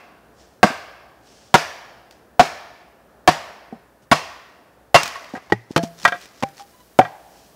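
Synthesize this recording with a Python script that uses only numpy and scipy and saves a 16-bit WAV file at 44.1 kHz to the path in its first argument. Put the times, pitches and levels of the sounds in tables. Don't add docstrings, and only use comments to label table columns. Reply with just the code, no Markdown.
import sys
import numpy as np
from scipy import signal
from scipy.fft import rfft, irfft, next_fast_len
from scipy.io import wavfile
from scipy.ndimage import uniform_filter1d, map_coordinates

SR = 44100
rng = np.random.default_rng(int(sys.argv[2]) if len(sys.argv) > 2 else 0)


def int16_out(signal):
    q = np.round(np.clip(np.atleast_2d(signal).T, -1, 1) * 32767)
    wavfile.write(sys.argv[1], SR, q.astype(np.int16))


def makeup_ratio(level_db):
    decades = np.asarray(level_db, float) / 20
    return 10 ** decades


N = 332955

# t/s, peak level/dB, crack re peak/dB, lift of upper modes/dB, mallet head ring/dB
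BLOWS = [
    (-.27, -3, -19.5, 6.5, 4.5),
    (.63, 3, -21, -2, 4),
    (1.5414, 0.5, -13, -10, 8.5),
    (2.3945, 1.5, -18, -4, 6.5),
    (3.2758, -0.5, -16, 1.5, 11.5),
    (4.1142, 0.5, -17, 2, 1.5),
    (4.9439, 2, -14, 6.5, 3.5),
]
# f/Hz, level/dB, t60/s
LOG_MODES = [(260, -10, 0.02), (420, -11.5, .03), (608, -6.5, 0.012), (691, 0.5, 0.12), (937, 1, 0.12),
             (1120, -10.5, 0.014), (1112, 1, 0.053), (1360, -6.5, 0.012), (2130, -5.5, 0.022),
             (2400, -14.5, 0.06), (2666, -10.5, 0.022), (3190, -16, .03)]
LOG_SCATTER_DB, LOG_SCATTER = 2.5, .012
UPPER_HZ = 1000
HEAD_HZ, HEAD_S = 728, 0.14
WEDGE_HZ, WEDGE_RISES_HZ, WEDGE_DB, WEDGE_S = 1490, 78, -2, 0.067
BLOW_CRACK_S, BLOW_FOREST_DB = .055, -10.5
GRIND_S, GRIND_GROWS_S = 0.0094, 0.0015

# earth/dB, thump/dB, thump f/Hz, stump ring/dB
PUSHES = [
    (-12, -2.5, 205, -27.5),
    (-10.5, -29, 230, -25),
    (-11.5, -9, 250, -26.5),
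    (-13, -14.5, 210, -21),
    (-22.5, -16.5, 300, -22),
    (-13.5, -19, 210, -23),
]
# f/Hz, t60/s, scuff re peak/dB
EARTH = (330, 0.049, -1.5)
# t60/s, scuff re peak/dB
THUMP = (.045, -21.5)
# f/Hz, t60/s, scuff re peak/dB
STUMP_RING = (154, 0.16, -19)
# level/dB, f/Hz, t60/s, scuff re peak/dB
SHUDDER = (-50, 85, 0.42, -26.5)
PUSH_LAG_S, THUMP_LAG_S, SHUDDER_LAG_S = .006, .01, .11

# t/s, peak level/dB, crack re peak/dB, forest re knock/dB, grinding/s
SPLINTER = [
    (4.956, -6, -36, -28, .002),
]
PARTING = [
    (5.156, -23, -14, -22, .002),
]
SCRAPE = [
    (5.35, -19.5, -27, -27, .033),
]
NEAR_HALF = [
    (5.499, -37, -5.5, -15.5, 0.01),
    (5.522, 5.5, -27, -31, .002),
]
FAR_HALF = [
    (5.762, 2, -17, -25, 0.0065),
    (5.777, -4.5, -14.5, -38, 0.0018),
    (5.79, -10.5, -27.5, -29, .001),
]
MALLET = [
    (6.051, 10.5, -23, -27.5, .004),
    (6.077, -8, -15, -23, .0098),
    (6.1215, -3.5, -34, -25.5, 0.0044),
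    (6.14, -23, -22.5, -25, 0.026),
    (7.012, -6.5, -33, -20.5, .0025),
    (7.049, -10.5, -31.5, -23, 0.0023),
]
ROLL = [
    (6.425, -12, -14.5, -20, 0.0049),
    (6.433, -3.5, -19, -31, .005),
]
TAP = [
    (6.595, -38, -6.5, -20, .0042),
    (6.605, -34, -22, -44, .002),
]
CHOP = [
    (6.989, -5, -6.5, -29, 0.00049),
    (6.991, 5, -42, -18.5, 0.0088),
]

# f/Hz, level/dB, t60/s
SLIVER_MODES = [(2760, .1, .12), (4800, -16, .05)]
PARTING_MODES = [(1102, 5, 0.12), (1880, -1, .05)]
SCRAPE_MODES = [(560, -4, .03), (762, 0, 0.04), (1000, -3, .03), (1245, -4, 0.03), (1600, -2, 0.03),
                (1900, -6, .03)]
NEAR_MODES = [(115, -17.5, 0.25), (190.6, -5, 0.064), (352, 6, 0.029), (419, -4.5, 0.05), (627, -5, 0.034),
              (824, 2, 0.038), (1160, -17.5, .025), (1917, 0, 0.042), (3140, -18.5, 0.012)]
FAR_MODES = [(165, -6.5, .3), (335, 10, 0.035), (486, 10.5, 0.031), (678, -8.5, .4), (855, -7.5, 0.076),
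             (1174, -20.5, 0.035), (1368, -16.5, 0.19), (1626, -2, 0.034), (3090, -1.5, 0.017),
             (4320, -8.5, 0.041), (5770, -11, 0.011)]
MALLET_MODES = [(562, -8.5, 0.085), (710, 0, 0.11), (875, -3.5, 0.032), (1080, -8, 0.08), (1200, 3, 0.045),
                (1346, 1.5, 0.055), (1500, -3.5, 0.061), (1610, 3.5, 0.075), (1914, 2, 0.071),
                (2230, -9, 0.037), (2360, -6, 0.076), (2900, -18.5, .035), (3150, -6.5, 0.041),
                (3510, -13.5, 0.073)]
ROLL_MODES = [(252, 4, 0.014), (553, -0.5, 0.026), (792, -12, 0.15), (1460, -11, 0.026),
              (2310, -17.5, 0.03)]
TAP_MODES = [(805, .1, .15), (1550, -12, .03)]
STUMP_MODES = [(760, 13, 0.065), (1230, -42, 0.072), (1481, -10.5, 0.047), (1625, -26.5, 0.29),
               (1631, -44, 0.11), (1970, -19, 0.042), (3060, -46.5, 0.19)]

# f/Hz, level/dB
CRACK = [(40, -43.5), (150, -8), (1000, 6.5), (2500, -3.5), (4000, -9), (5200, -9.5), (8000, -20),
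         (16000, -35.5)]
# f/Hz, t60/s
TRUNKS = [(100, 0.22), (300, 0.92), (800, 1.29), (2000, 1.173), (5000, 0.94), (9000, 0.7), (15000, 1.3)]
# f/Hz, level/dB
ECHO = [(100, -16), (300, -12.5), (600, -5), (1100, -3.5), (1700, 2), (3600, 2.5), (5000, 7), (12000, 5)]
SPAN = int(1.4 * SR)

# t/s, peak level/dB, f/Hz, t60/s, scuff re peak/dB
THUDS = [(.702, -22.5, 250, 0.043, -7), (3.7258, -25, 229, 0.066, -15), (3.7265, -33, 760, 0.046, -53),
         (3.724, -28.5, 436, 0.028, -44), (3.75, -43, 177, 0.1, -40), (5.337, -20, 245, 0.035, -8),
         (5.707, -12.5, 260, 0.013, -17), (5.834, -10.5, 224, 0.029, -16.5), (5.78, -31.5, 167, .55, -30),
         (6.035, -38, 190, 0.4, -15), (6.44, -43, 147, 0.3, -15), (6.99, 5.5, 265, 0.027, -5.5),
         (6.994, -23, 114, 0.15, -33), (7.029, -36, 158, 0.19, -7)]
# t/s, peak level/dB, f/Hz
SNAPS = [(1.273, -41, 4890), (1.4356, -52, 4950), (2.1102, -32.5, 3980), (2.124, -40.5, 4240),
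         (4.0257, -52, 4530), (5.0332, -6.5, 5800), (5.0372, -16.5, 5630), (5.0574, -15.5, 5780),
         (5.0636, -21.5, 5220), (5.0784, -17, 4670), (5.245, -33.5, 2600), (5.293, -37, 5260),
         (6.2147, -28.5, 4770), (6.2567, -29, 4300), (6.4882, -34.5, 6400), (6.8044, -41.5, 4930)]
# t/s, level/dB, rise/s, hold/s, fall/s (rise and fall over 20 dB)
RUSTLE = [
    (.4, -56, 0.072, 0.0078, 0.23),
    (1.272, -56, 0.079, 0.2, 0.21),
    (2.116, -60.5, .01, 0, .2),
    (4.026, -63.5, 0.014, 0.011, 0.024),
    (7.4, -55.5, .3, 0, 0.33),
]
# t/s, level/dB, rise/s, hold/s, fall/s (rise and fall over 20 dB)
TUMBLE = [
    (5.04, -39.5, .05, 0.035, 0.13),
    (5.2, -53.5, .1, 0.0014, 0.53),
    (5.368, -60, 0.16, 0, 0.061),
    (5.714, -42.5, 0.015, 0, 0.039),
    (5.834, -30, 0.0075, 0, 0.033),
    (6.046, -32.5, 0.069, 0, 0.008),
    (6.226, -45.5, 0.13, 0, 0.1),
    (6.41, -49, .1, 0, 0.06),
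    (6.606, -42, .07, 0, 0.036),
    (6.66, -62, 0.038, 0, 1),
]
# f/Hz, density level/dB per Hz
NEEDLES = [(880, -17.5), (1500, -16), (3210, -6), (3750, -10), (5450, -4), (9270, -16.5), (15000, -38)]
# f/Hz, density level/dB per Hz
LITTER = [(150, -15), (400, -1.5), (1500, -2), (3500, -2), (5500, 2), (9000, -10.5), (15000, -21.5)]
# t/s, level/dB, rise/s, hold/s, fall/s
SQUEAK = [
    (6.75, -53, .035, 0, 0.03),
    (6.81, -50, .03, 0, .03),
]
# f/Hz, level/dB
SQUEAK_TONES = [(1000, 1), (1985, -11), (2975, -11), (3980, -11)]

# f/Hz, density level/dB per Hz
AIR = [(88, -37.5), (150, -4.5), (670, -4.5), (986, -12), (1770, -14.5), (2070, -24), (6000, -36),
       (7800, -61)]
# f/Hz, density level/dB per Hz
RUMBLE = [(20, -57), (38, -26.5), (48, -13), (58, 1.8), (90, -12.5), (120, -2.5), (150, -21), (200, -40.5)]
# t/s, change/dB
GAIN_STEPS = [
    (5.77, 10),
    (6.2, -4.5),
    (6.44, 3.5),
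]
AIR_DB, HISS_DB, GAIN_GLIDE_S = -52, -67.5, .05
TOP_HZ, EDGE_HZ, EDGE_DB = 16390, 15700, -12


def blows():
    track = np.zeros(N)
    for k, (s, db, crack_db, tilt_db, head_db) in enumerate(BLOWS):
        luck = rng.standard_normal((len(LOG_MODES), 2))
        modes = []
        for (hz, level, t60), (pitch, gain) in zip(LOG_MODES, luck):
            level = level + LOG_SCATTER_DB * gain + tilt_db * (hz > UPPER_HZ)
            modes.append((hz * (1 + LOG_SCATTER * pitch), level, t60))
        modes.append((HEAD_HZ, head_db, HEAD_S))
        modes.append((WEDGE_HZ + WEDGE_RISES_HZ * k, WEDGE_DB + .5 * tilt_db, WEDGE_S))
        contact = (s, db, crack_db, BLOW_FOREST_DB, GRIND_S + GRIND_GROWS_S * k)
        knock(track, contact, modes, BLOW_CRACK_S, drive_db=6, rise=.0003, longest=.048)
    return track


def loose_wood():
    track = np.zeros(N)
    for contacts, modes, crack_t60 in [
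            (SPLINTER, SLIVER_MODES, .02), (PARTING, PARTING_MODES, .047), (NEAR_HALF, NEAR_MODES, .05),
            (FAR_HALF, FAR_MODES, .04), (MALLET, MALLET_MODES, .045), (ROLL, ROLL_MODES, .009),
            (TAP, TAP_MODES, .03), (SCRAPE, SCRAPE_MODES, .04), (CHOP, STUMP_MODES, .015)]:
        for contact in contacts:
            knock(track, contact, modes, crack_t60, drive_db=0.5, rise=0.00055, longest=0.31)
    return track


def knock(track, contact, modes, crack_t60, drive_db, rise, longest):
    s, db, crack_db, wet_db, grind = contact
    t = np.arange(SR // 3) / SR
    ring = np.zeros(len(t))
    for hz, level, t60 in modes:
        ring += makeup_ratio(level - 60 * t / np.clip(t60, .01, longest)) * np.sin(2 * np.pi * hz * t)
    force = 0.066 * rng.standard_normal(2048) * np.clip((grind - t[:2048]) / 0.007, 0, 1)
    force[0] = 1
    body = signal.fftconvolve(ring, force)[:len(t)]
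    body /= np.abs(body).max()
    onset = 1 - np.exp(-t / rise)

    fibres = makeup_ratio(-60 * np.maximum(t - grind, 0) / max(crack_t60, .005)) + 1.2 * makeup_ratio(-60 * t / 0.013)
    click = 3 * uniform_filter1d(rng.standard_normal(len(t)), size=5) * makeup_ratio(-60 * t / 0.00088)
    lowest = min(hz for hz, *_ in modes)
    thinned = [(hz, level - 9 * max(np.log2(lowest / hz), 0)) for hz, level in CRACK]
    crack = onset * noise(len(t), thinned) * fibres + click
    add(track, s, makeup_ratio(db + drive_db) * (onset ** 2 * body + makeup_ratio(crack_db) * crack))

    first = np.abs(rfft((ring * np.exp(-t / 0.0078))[:4096])) / np.abs(ring).max()
    grid = np.fft.rfftfreq(4096, 1 / SR)

    def colour(hz):
        return np.hypot(np.interp(hz, grid, first), makeup_ratio(crack_db + 31 + along(CRACK, hz)))

    size = SPAN if db + wet_db > -18 else SPAN // 2
    tail = forest(colour, size, near_db=12.5, near_t60=0.22)
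    add(track, s, makeup_ratio(db + drive_db + wet_db - 15.5) * tail)


def forest(colour, size, near_db, near_t60):
    hz, t, z = signal.stft(rng.standard_normal(size), SR, nperseg=512)
    fade = makeup_ratio(-60 * t / along(TRUNKS, hz)[:, None]) + makeup_ratio(near_db - 60 * t / near_t60)
    fade /= np.linalg.norm(fade, axis=1).mean()
    clumps = uniform_filter1d(rng.standard_normal(z.shape), size=4, axis=0)
    clumps = uniform_filter1d(clumps, size=40, axis=1)
    fade *= makeup_ratio(1.2 * unit(clumps))
    tint = colour(hz) * makeup_ratio(along(ECHO, hz))
    tail = signal.istft(z * fade * tint[:, None], SR, nperseg=512)[1]
    return tail * np.clip(np.arange(len(tail)) / SR / 0.041, 0, 1)


def ground():
    rows = []
    for (s, *_), (earth_db, thump_db, thump_hz, ring_db) in zip(BLOWS[1:], PUSHES):
        rows.append((s + PUSH_LAG_S, earth_db, *EARTH))
        rows.append((s + THUMP_LAG_S, thump_db, thump_hz, *THUMP))
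        rows.append((s + PUSH_LAG_S, ring_db, *STUMP_RING))
        rows.append((s + SHUDDER_LAG_S, *SHUDDER))
    return rows


def thuds():
    track, t = np.zeros(N), np.arange(SR // 3) / SR
    litter = [(60, -37.5), (200, -1.5), (700, 7.5), (1800, -29), (4000, -27), (12000, -41.5)]  # f/Hz, level/dB
    for s, db, hz, t60, scuff_db in THUDS + ground():
        shape = makeup_ratio(-60 * t / max(t60, .01)) * (1 - np.exp(-t / 0.0014))
        push = shape * np.sin(2 * np.pi * hz * t)
        scuff = makeup_ratio(scuff_db) * noise(len(t), litter) * shape ** .6
        add(track, s, makeup_ratio(db + 3) * (push + scuff))
    return track


def snaps():
    track, t = np.zeros(N), np.arange(SR // 20) / SR
    for s, db, hz in SNAPS:
        spike = np.cos(2 * np.pi * hz * t) * np.exp(-t * hz * 1.1) * (1 - np.exp(-t * SR / 2))
        wisp = 0.58 * uniform_filter1d(rng.standard_normal(len(t)), size=4) * makeup_ratio(-60 * t / 0.017)
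        add(track, s, makeup_ratio(db + 3.5) * (spike + wisp))
    return track


def squeak():
    phase = 2 * np.pi * np.cumsum(1 + 0.006 * wobble(34)) / SR
    return swells(SQUEAK) * sum(makeup_ratio(db) * np.sin(hz * phase) for hz, db in SQUEAK_TONES)


def rustle():
    return stirred(RUSTLE, NEEDLES, rough_db=1.0) + stirred(TUMBLE, LITTER, rough_db=4.0)


def stirred(rows, spectrum, rough_db):
    roughness = makeup_ratio(rough_db * (wobble(500) + .4 * wobble(40)))
    return swells(rows) * unit(noise(N, spectrum) * roughness)


def swells(rows):
    t = np.arange(N) / SR
    gain = np.zeros(N)
    for s, db, rise, hold, fall in rows:
        before = np.maximum(s - t, 0) / max(rise, .003)
        after = np.maximum(t - s - abs(hold), 0) / max(fall, .003)
        gain += makeup_ratio(db - 20 * before - 20 * after)
    return gain


def air():
    wind = makeup_ratio(AIR_DB - 3 + .8 * wobble(1.5) + .6 * wobble(9)) * noise(N, AIR)
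    rumble = makeup_ratio(-63.5) * makeup_ratio(wobble(4)) * noise(N, RUMBLE)
    t = np.arange(N) / SR
    gain_db = sum(db * np.clip((t - s) / GAIN_GLIDE_S, 0, 1) for s, db in GAIN_STEPS)
    hiss = makeup_ratio(HISS_DB + gain_db) * rng.standard_normal(N)
    return wind + rumble + hiss


def noise(size, spectrum):
    m = next_fast_len(size)
    gain = makeup_ratio(along(spectrum, np.fft.rfftfreq(m, 1 / SR)))
    return unit(irfft(rfft(rng.standard_normal(m)) * gain, m)[:size])


def wobble(rate):
    knots = rng.standard_normal(int(N * rate / SR) + 4)
    return map_coordinates(knots, [np.arange(N) * rate / SR])


def along(points, hz):
    f, v = np.transpose(points)
    return np.interp(np.log(hz + 1), np.log(f + 1), v)


def unit(x):
    return x / np.sqrt(np.mean(x ** 2) + 1e-20)


def add(track, s, sound):
    at = round(s * SR)
    piece = sound[max(-at, 0):N - at]
    track[max(at, 0):][:len(piece)] += piece


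def scene():
    low_cut = signal.butter(3, 85, "high", fs=SR, output="sos")
    contacts = signal.sosfilt(low_cut, blows() + loose_wood() + thuds() + snaps())
    return (contacts + squeak() + rustle() + air())[None]


def top_cut(x):
    return signal.sosfilt(signal.butter(12, 16390, fs=SR, output="sos"), x)


def record(dry):
    clipped = dry / (1 + np.abs(dry / .995) ** 20) ** (1 / 20)
    m = next_fast_len(N)
    hz = np.fft.rfftfreq(m, 1 / SR)
    band = np.where(hz < EDGE_HZ, 1, makeup_ratio(EDGE_DB)) * (hz < TOP_HZ)
    limited = irfft(rfft(clipped, m) * band, m)[:, :N]
    return top_cut(limited)


dry = scene()
out = record(dry)
int16_out(out)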